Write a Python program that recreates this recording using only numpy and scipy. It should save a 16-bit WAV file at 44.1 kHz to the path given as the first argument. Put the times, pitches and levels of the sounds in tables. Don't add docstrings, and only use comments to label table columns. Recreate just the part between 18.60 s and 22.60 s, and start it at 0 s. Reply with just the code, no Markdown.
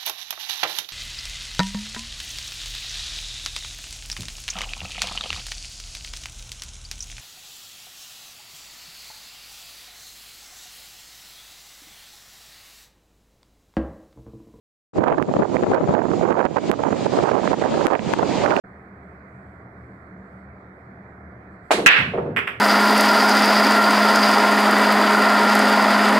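import sys
import numpy as np
from scipy import signal
from scipy.fft import rfft, irfft
from scipy.io import wavfile
from scipy.ndimage import uniform_filter1d

SR = 44100
rng = np.random.default_rng(int(sys.argv[2]) if len(sys.argv) > 2 else 0)


def wav_record(signal):
    frames = np.transpose(np.atleast_2d(signal))
    bounded = np.clip(frames, -1, 1)
    quanta = np.round(bounded * 32767).astype(np.int16)
    wavfile.write(sys.argv[1], SR, quanta)


N = 176400


def rack_break():
    # start_s, level_db, wet_db
    hits = [(3.2622, 29, 0.5), (3.308, 10, 10), (3.3626, 2.5, 11)]
    # freq_hz, level_db
    crack_spectrum = [(30, -40.5), (80, -46), (400, -16.5), (800, -13), (1200, -4.5), (1650, 4),
                      (2150, -1.5), (2600, 4.5), (3100, -4), (4000, -14), (5200, -24.5), (6500, -34),
                      (9000, -39), (16000, -56)]
    # freq_hz, level_db
    thump_spectrum = [(30, -16.5), (90, -7.5), (200, -0.5), (400, 0.5), (800, -5), (2000, -31), (8000, -67)]
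    out, hz = np.zeros((2, N)), bins(4096)
    crack = pulse(curve(crack_spectrum, hz))
    for start_s, level_db, wet_db in hits:
        add(out, start_s, amp(level_db) * in_room(crack, wet_db))
    jolt = amp(20) * np.array([[1], [-0.3]])
    add(out, hits[0][0], jolt * pulse(curve(thump_spectrum, hz)))
    return out


def ball_clacks():
    # start_s,
    # level_db, left_minus_right_db, wet_db
    hits = [(3.383, -3, -1, 8.5), (3.7639, 1.5, 2.5, 8), (3.7710, 2.5, 2, -1.5), (3.7810, -4, 1, -8),
            (3.7904, 1, 2, -6), (3.8723, -15, -10, 11), (3.8749, -3, 9, -4.5), (3.8778, 0, 3, -6),
            (3.888, -6, 6, 6.5)]
    # freq_hz, level_db
    spectrum = [(30, -33), (100, -21), (400, -11.5), (850, -12), (1300, 0), (1900, -0.5), (2600, 0.5),
                (3400, -11.5), (4100, -32.5), (5000, -30), (6100, -37), (6600, -55.5), (7200, -37),
                (8200, -29.5), (9100, -44), (10100, -33), (11100, -42), (12000, -35), (13100, -42),
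                (14200, -34), (16000, -52)]
    out = np.zeros((2, N))
    clack = pulse(curve(spectrum, bins(4096)))
    for start_s, level_db, pan_db, wet_db in hits:
        add(out, start_s, amp(level_db) * in_room(clack, wet_db, pan_db, echo_db=-7.5))
    return out


def cue_strike():
    # freq_hz, level_db, t60_s
    shaft_modes = [(370, -12, 0.25), (450, -2, 0.097), (688, 8, 0.021), (766, 10.5, 0.016), (870, 1, 0.013),
                   (950, -3, 0.023), (1270, -6, 0.092), (1557, -7.5, 0.15), (2190, -13.5, 0.045),
                   (2452, -7, 0.12), (2800, -10, 0.11)]
    # freq_hz, level_db
    snap_spectrum = [(50, -45.5), (150, -21), (400, 1.5), (1200, 1), (2500, -2), (4300, -4), (5200, -11),
                     (8300, -10.5), (11000, -17.5), (13000, -27), (16000, -42.5)]
    start_s, contact_s, snap_lag_s = 3.1072, 0.0004, 0.00295
    out, t = np.zeros((2, N)), np.arange(SR // 2) / SR
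    knock = ring(shaft_modes, t) * (1 - np.exp(-(t / contact_s) ** 2))
    knock = signal.sosfilt(signal.butter(2, 284, "high", fs=SR, output="sos"), knock)
    add(out, start_s, amp(12) * in_room(knock / np.linalg.norm(knock), wet_db=-6.5))
    snap = pulse(curve(snap_spectrum, bins(4096)))
    add(out, start_s + snap_lag_s, amp(13) * in_room(snap, wet_db=0, direct_db=-21.5))
    return out


def rail_knocks():
    # start_s, level_db, left_minus_right_db
    hits = [(3.186, 6.5, 7), (3.537, 5.5, 1.5), (3.556, -7, -21), (3.578, 8.5, 2), (3.586, 5, -6),
            (3.612, -16, 7), (3.634, -6, -8), (3.664, -0.5, 0), (3.700, -10.5, 7)]
    # freq_hz, level_db
    spectrum = [(30, -49.5), (100, -19), (260, -21.5), (380, 5.5), (480, 6.5), (680, 2.5), (790, -4),
                (900, -4.5), (1300, -13), (2600, -31), (4000, -55), (9000, -74.5), (16000, -89)]
    # freq_hz, level_db, t60_s
    table_modes = [(195, -3, 0.27), (265.6, -13, 0.4), (404, -0.5, 0.73), (481, 1, 0.229),
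                   (676, -1.5, 0.39), (900, 0, 0.24)]
    out, hz = np.zeros((2, N)), bins(32768)
    wood = ring(table_modes, np.arange(len(hz)) / SR)
    knock = pulse(curve(spectrum, hz)) + amp(-7) * wood / np.linalg.norm(wood)
    for start_s, level_db, pan_db in hits:
        add(out, start_s, amp(level_db) * in_room(knock, wet_db=-4, pan_db=pan_db, direct_db=-7.5))
    return out


def ball_thuds():
    # start_s, level_db, pitch_hz
    hits = [(3.137, 6.5, 321), (3.183, 5, 248), (3.223, 2, 262), (3.250, 4.5, 210), (3.386, 5, 140),
            (3.402, 1.5, 140.6), (3.476, 0, 146), (3.520, 1.5, 140), (3.554, 2.5, 161), (3.622, 6.5, 169),
            (3.660, 1.5, 200), (3.686, 0.5, 168), (3.706, -1.5, 160), (3.796, -11.5, 188)]
    low_db_per_oct, high_db_per_oct, width_oct = 26, 14, 0.47
    out, hz = np.zeros((2, N)), bins(32768)
    for start_s, level_db, pitch_hz in hits:
        octaves = np.log2((hz + 1) / pitch_hz)
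        low_cut_db = low_db_per_oct * np.maximum(-octaves - width_oct, 0)
        high_cut_db = high_db_per_oct * np.maximum(octaves - width_oct / 2, 0)
        thud = pulse(-low_cut_db - high_cut_db)
        add(out, start_s, amp(level_db) * in_room(thud, wet_db=-3.5, direct_db=-10))
    return out


def cue_slides():
    # start_s, length_s, level_db
    strokes = [(.05, 0.27, -86), (.4, .18, -84), (.62, .45, -82.5), (1.1, .45, -84), (1.62, .24, -82),
               (2.9, 0.074, -82), (3.023, 0.21, -73)]
    # freq_hz, level_db
    spectrum = [(2500, -20), (3300, -1), (3800, -17), (4400, 0), (5300, -12), (6800, -15), (7800, 0),
                (8800, -12), (11500, -10), (15000, -24)]
    speed, t = np.zeros(N), np.arange(N) / SR
    for start_s, length_s, level_db in strokes:
        progress = np.clip((t - start_s) / length_s, 0, 1)
        speed += amp(level_db) * np.sqrt(np.abs(np.sin(np.pi * progress)))
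    return speed * unit_rms(irfft(diffuse(N) * amp(curve(spectrum, bins(N)))))


def ventilation():
    # centre_hz, half_width_hz, level_db
    drones = [(75.5, 4.3, -53), (115.8, 14.3, -52.5), (190.5, 10, -49.5)]
    start_s, rise_s = 0.038, 0.0037
    air = suppressed_noise()
    for centre_hz, half_width_hz, level_db in drones:
        drone = irfft(diffuse(N) / (1 + ((bins(N) - centre_hz) / half_width_hz) ** 2))
        air += amp(level_db) * unit_rms(drone)
    return air * np.clip((np.arange(N) / SR - start_s) / rise_s, 0, 1)


def suppressed_noise():
    # freq_hz, density_db
    spectrum = [(20, -11), (45, -22), (70, -14.5), (130, 1), (200, -5), (260, -1.5), (450, -4.5), (560, -7),
                (700, -3.5), (850, -10.5), (1400, -6.5), (1900, -12), (2250, -18.5), (2450, -25),
                (2700, -43.5), (4500, -41.5), (5500, -51.5), (8000, -49.5), (10000, -56), (16000, -56)]
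    suppressor_hz, suppressor_drift_hz = 2540, 39
    noise = irfft(diffuse(N) * amp(curve(spectrum, bins(N))))
    hz, t, frames = signal.stft(noise, SR, nperseg=1024)
    hz = hz[:, None]
    codec_patches = uniform_filter1d(rng.standard_normal(frames.shape[1:]), size=8, axis=0)
    codec_patches = unit_rms(uniform_filter1d(codec_patches, size=8, axis=1))
    codec_db = np.where(hz > suppressor_hz, 2.6, 1) * codec_patches
    shift_hz = suppressor_drift_hz * unit_rms(uniform_filter1d(rng.standard_normal(len(t)), size=16))
    near_cutoff = np.exp(-((hz - suppressor_hz) / 500) ** 2)
    suppressor_db = curve(spectrum, np.abs(hz + near_cutoff * shift_hz)) - curve(spectrum, hz)
    noise = signal.istft(frames * amp(codec_db + suppressor_db), nperseg=1024)[1][:, :N]
    return amp(-46.5) * unit_rms(noise)


def in_room(sound, wet_db, pan_db=0, direct_db=0, echo_db=0):
    # delay_s, level_db
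    echoes = [(.0037, -2.5), (.0066, -0.5), (.0085, -4), (.0143, -4.5), (0.0172, -11), (.027, -14)]
    spread_s = 0.00046
    paths = np.zeros((2, SR))
    paths[:, 0] = amp([pan_db / 2, -pan_db / 2])
    for delay_s, level_db in echoes:
        arrival_s = delay_s + spread_s * rng.uniform(-0.5, 0.61, 2)
        paths[[0, 1], (arrival_s * SR).astype(int)] += amp(level_db + echo_db)
    return signal.fftconvolve(amp(direct_db) * paths + amp(wet_db) * reverb(), sound[None], axes=1)


def reverb():
    # freq_hz, t60_s
    decay = [(100, 0.4), (400, 0.64), (900, 0.37), (2000, 0.32), (4000, .35), (8000, 0.23), (15000, 0.16)]
    # freq_hz, level_db
    late = [(500, -22), (2500, -25), (5000, -22), (9000, -15.5), (14000, -11)]
    build_s, late_t60_s = 0.0033, 0.73
    hz, t, frames = signal.stft(irfft(diffuse(SR)), SR, nperseg=256)
    quick_fade = amp(-60 * t / curve(decay, hz)[:, None])
    late_fade = amp(curve(late, hz)[:, None] - 60 * t / late_t60_s)
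    tail = signal.istft(frames * (quick_fade + late_fade), SR, nperseg=256)[1][:, :SR]
    tail *= 1 - np.exp(-(np.arange(SR) / SR / build_s) ** 2)
    return tail / np.linalg.norm(tail) * np.sqrt(2)


def diffuse(size):
    # freq_hz, correlation (capped at 1)
    likeness = [(30, 0.7), (65, 1.2), (130, 1.04), (300, 1), (650, 0.78), (1100, 0.26), (1600, -0.27),
                (2500, 0), (6000, 0)]
    left, independent = rfft(rng.standard_normal((2, size)))
    correlation = np.clip(curve(likeness, bins(size)), -1, 1)
    return np.array([left, correlation * left + np.sqrt(1 - correlation ** 2) * independent])


def pulse(spectrum_db):
    log_gain = np.log(amp(np.r_[spectrum_db, spectrum_db[-2:0:-1]]))
    spectrum = np.exp(np.conj(signal.hilbert(log_gain)))
    wave = np.fft.ifft(spectrum).real[:len(spectrum_db)]
    return wave / np.linalg.norm(wave)


def ring(modes, t):
    return sum(amp(db - 60 * t / t60_s) * np.sin(2 * np.pi * hz * t) for hz, db, t60_s in modes)


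def amp(db):
    return 10 ** (np.asarray(db) / 20)


def unit_rms(x):
    return x / np.sqrt(np.mean(x ** 2) + 1e-20)


def curve(points, hz):
    point_hz, values = np.transpose(points)
    return np.interp(np.log(hz + 1), np.log(point_hz + 1), values)


def bins(size):
    return np.fft.rfftfreq(size, 1 / SR)


def add(mix, start_s, sound):
    part = mix[:, round(start_s * SR):][:, :sound.shape[1]]
    part += sound[:, :part.shape[1]]


def scene():
    shot = cue_slides() + cue_strike() + rack_break()
    return shot + ball_clacks() + ball_thuds() + rail_knocks() + ventilation()


def record(dry):
    # freq_hz, left_minus_right_db
    balance = [(70, 1.5), (200, -0.5), (700, -1.5), (1100, -2.5), (1500, -6.5), (2100, -13.5), (2800, 2),
               (4500, -1), (8000, 3.5)]
    ceiling, knee, cutoff_hz = 2.07, 15, 16150
    threshold_db, ratio, release_db_per_s, sense_s, ahead_s = -11, 2.63, 106, 0.0039, 0.0015
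    tilt_db = curve(balance, bins(2 * N)) / 2
    x = irfft(rfft(dry, 2 * N) * amp([tilt_db, -tilt_db]))[:, :N]
    x = x / (1 + np.abs(x / ceiling) ** knee) ** (1 / knee)
    pole = np.exp(-1 / (sense_s * SR))
    power_db = 10 * np.log10(signal.lfilter([1 - pole], [1, -pole], (x ** 2).mean(0)) + 1e-12)
    t = np.arange(N) / SR
    release_db = t * release_db_per_s
    held_db = np.maximum.accumulate(power_db + release_db) - release_db
    over_db = np.maximum(held_db - threshold_db, 0)
    duck_db = np.interp(t + ahead_s, t, over_db) * (1 - 1 / ratio)
    x = np.clip(x * amp(-duck_db), -1, 1)
    lowpass = signal.firwin(511, cutoff_hz, window=("kaiser", 9), fs=SR)
    return signal.oaconvolve(x, lowpass[None], "same")


dry = scene()
out = record(dry)
wav_record(out)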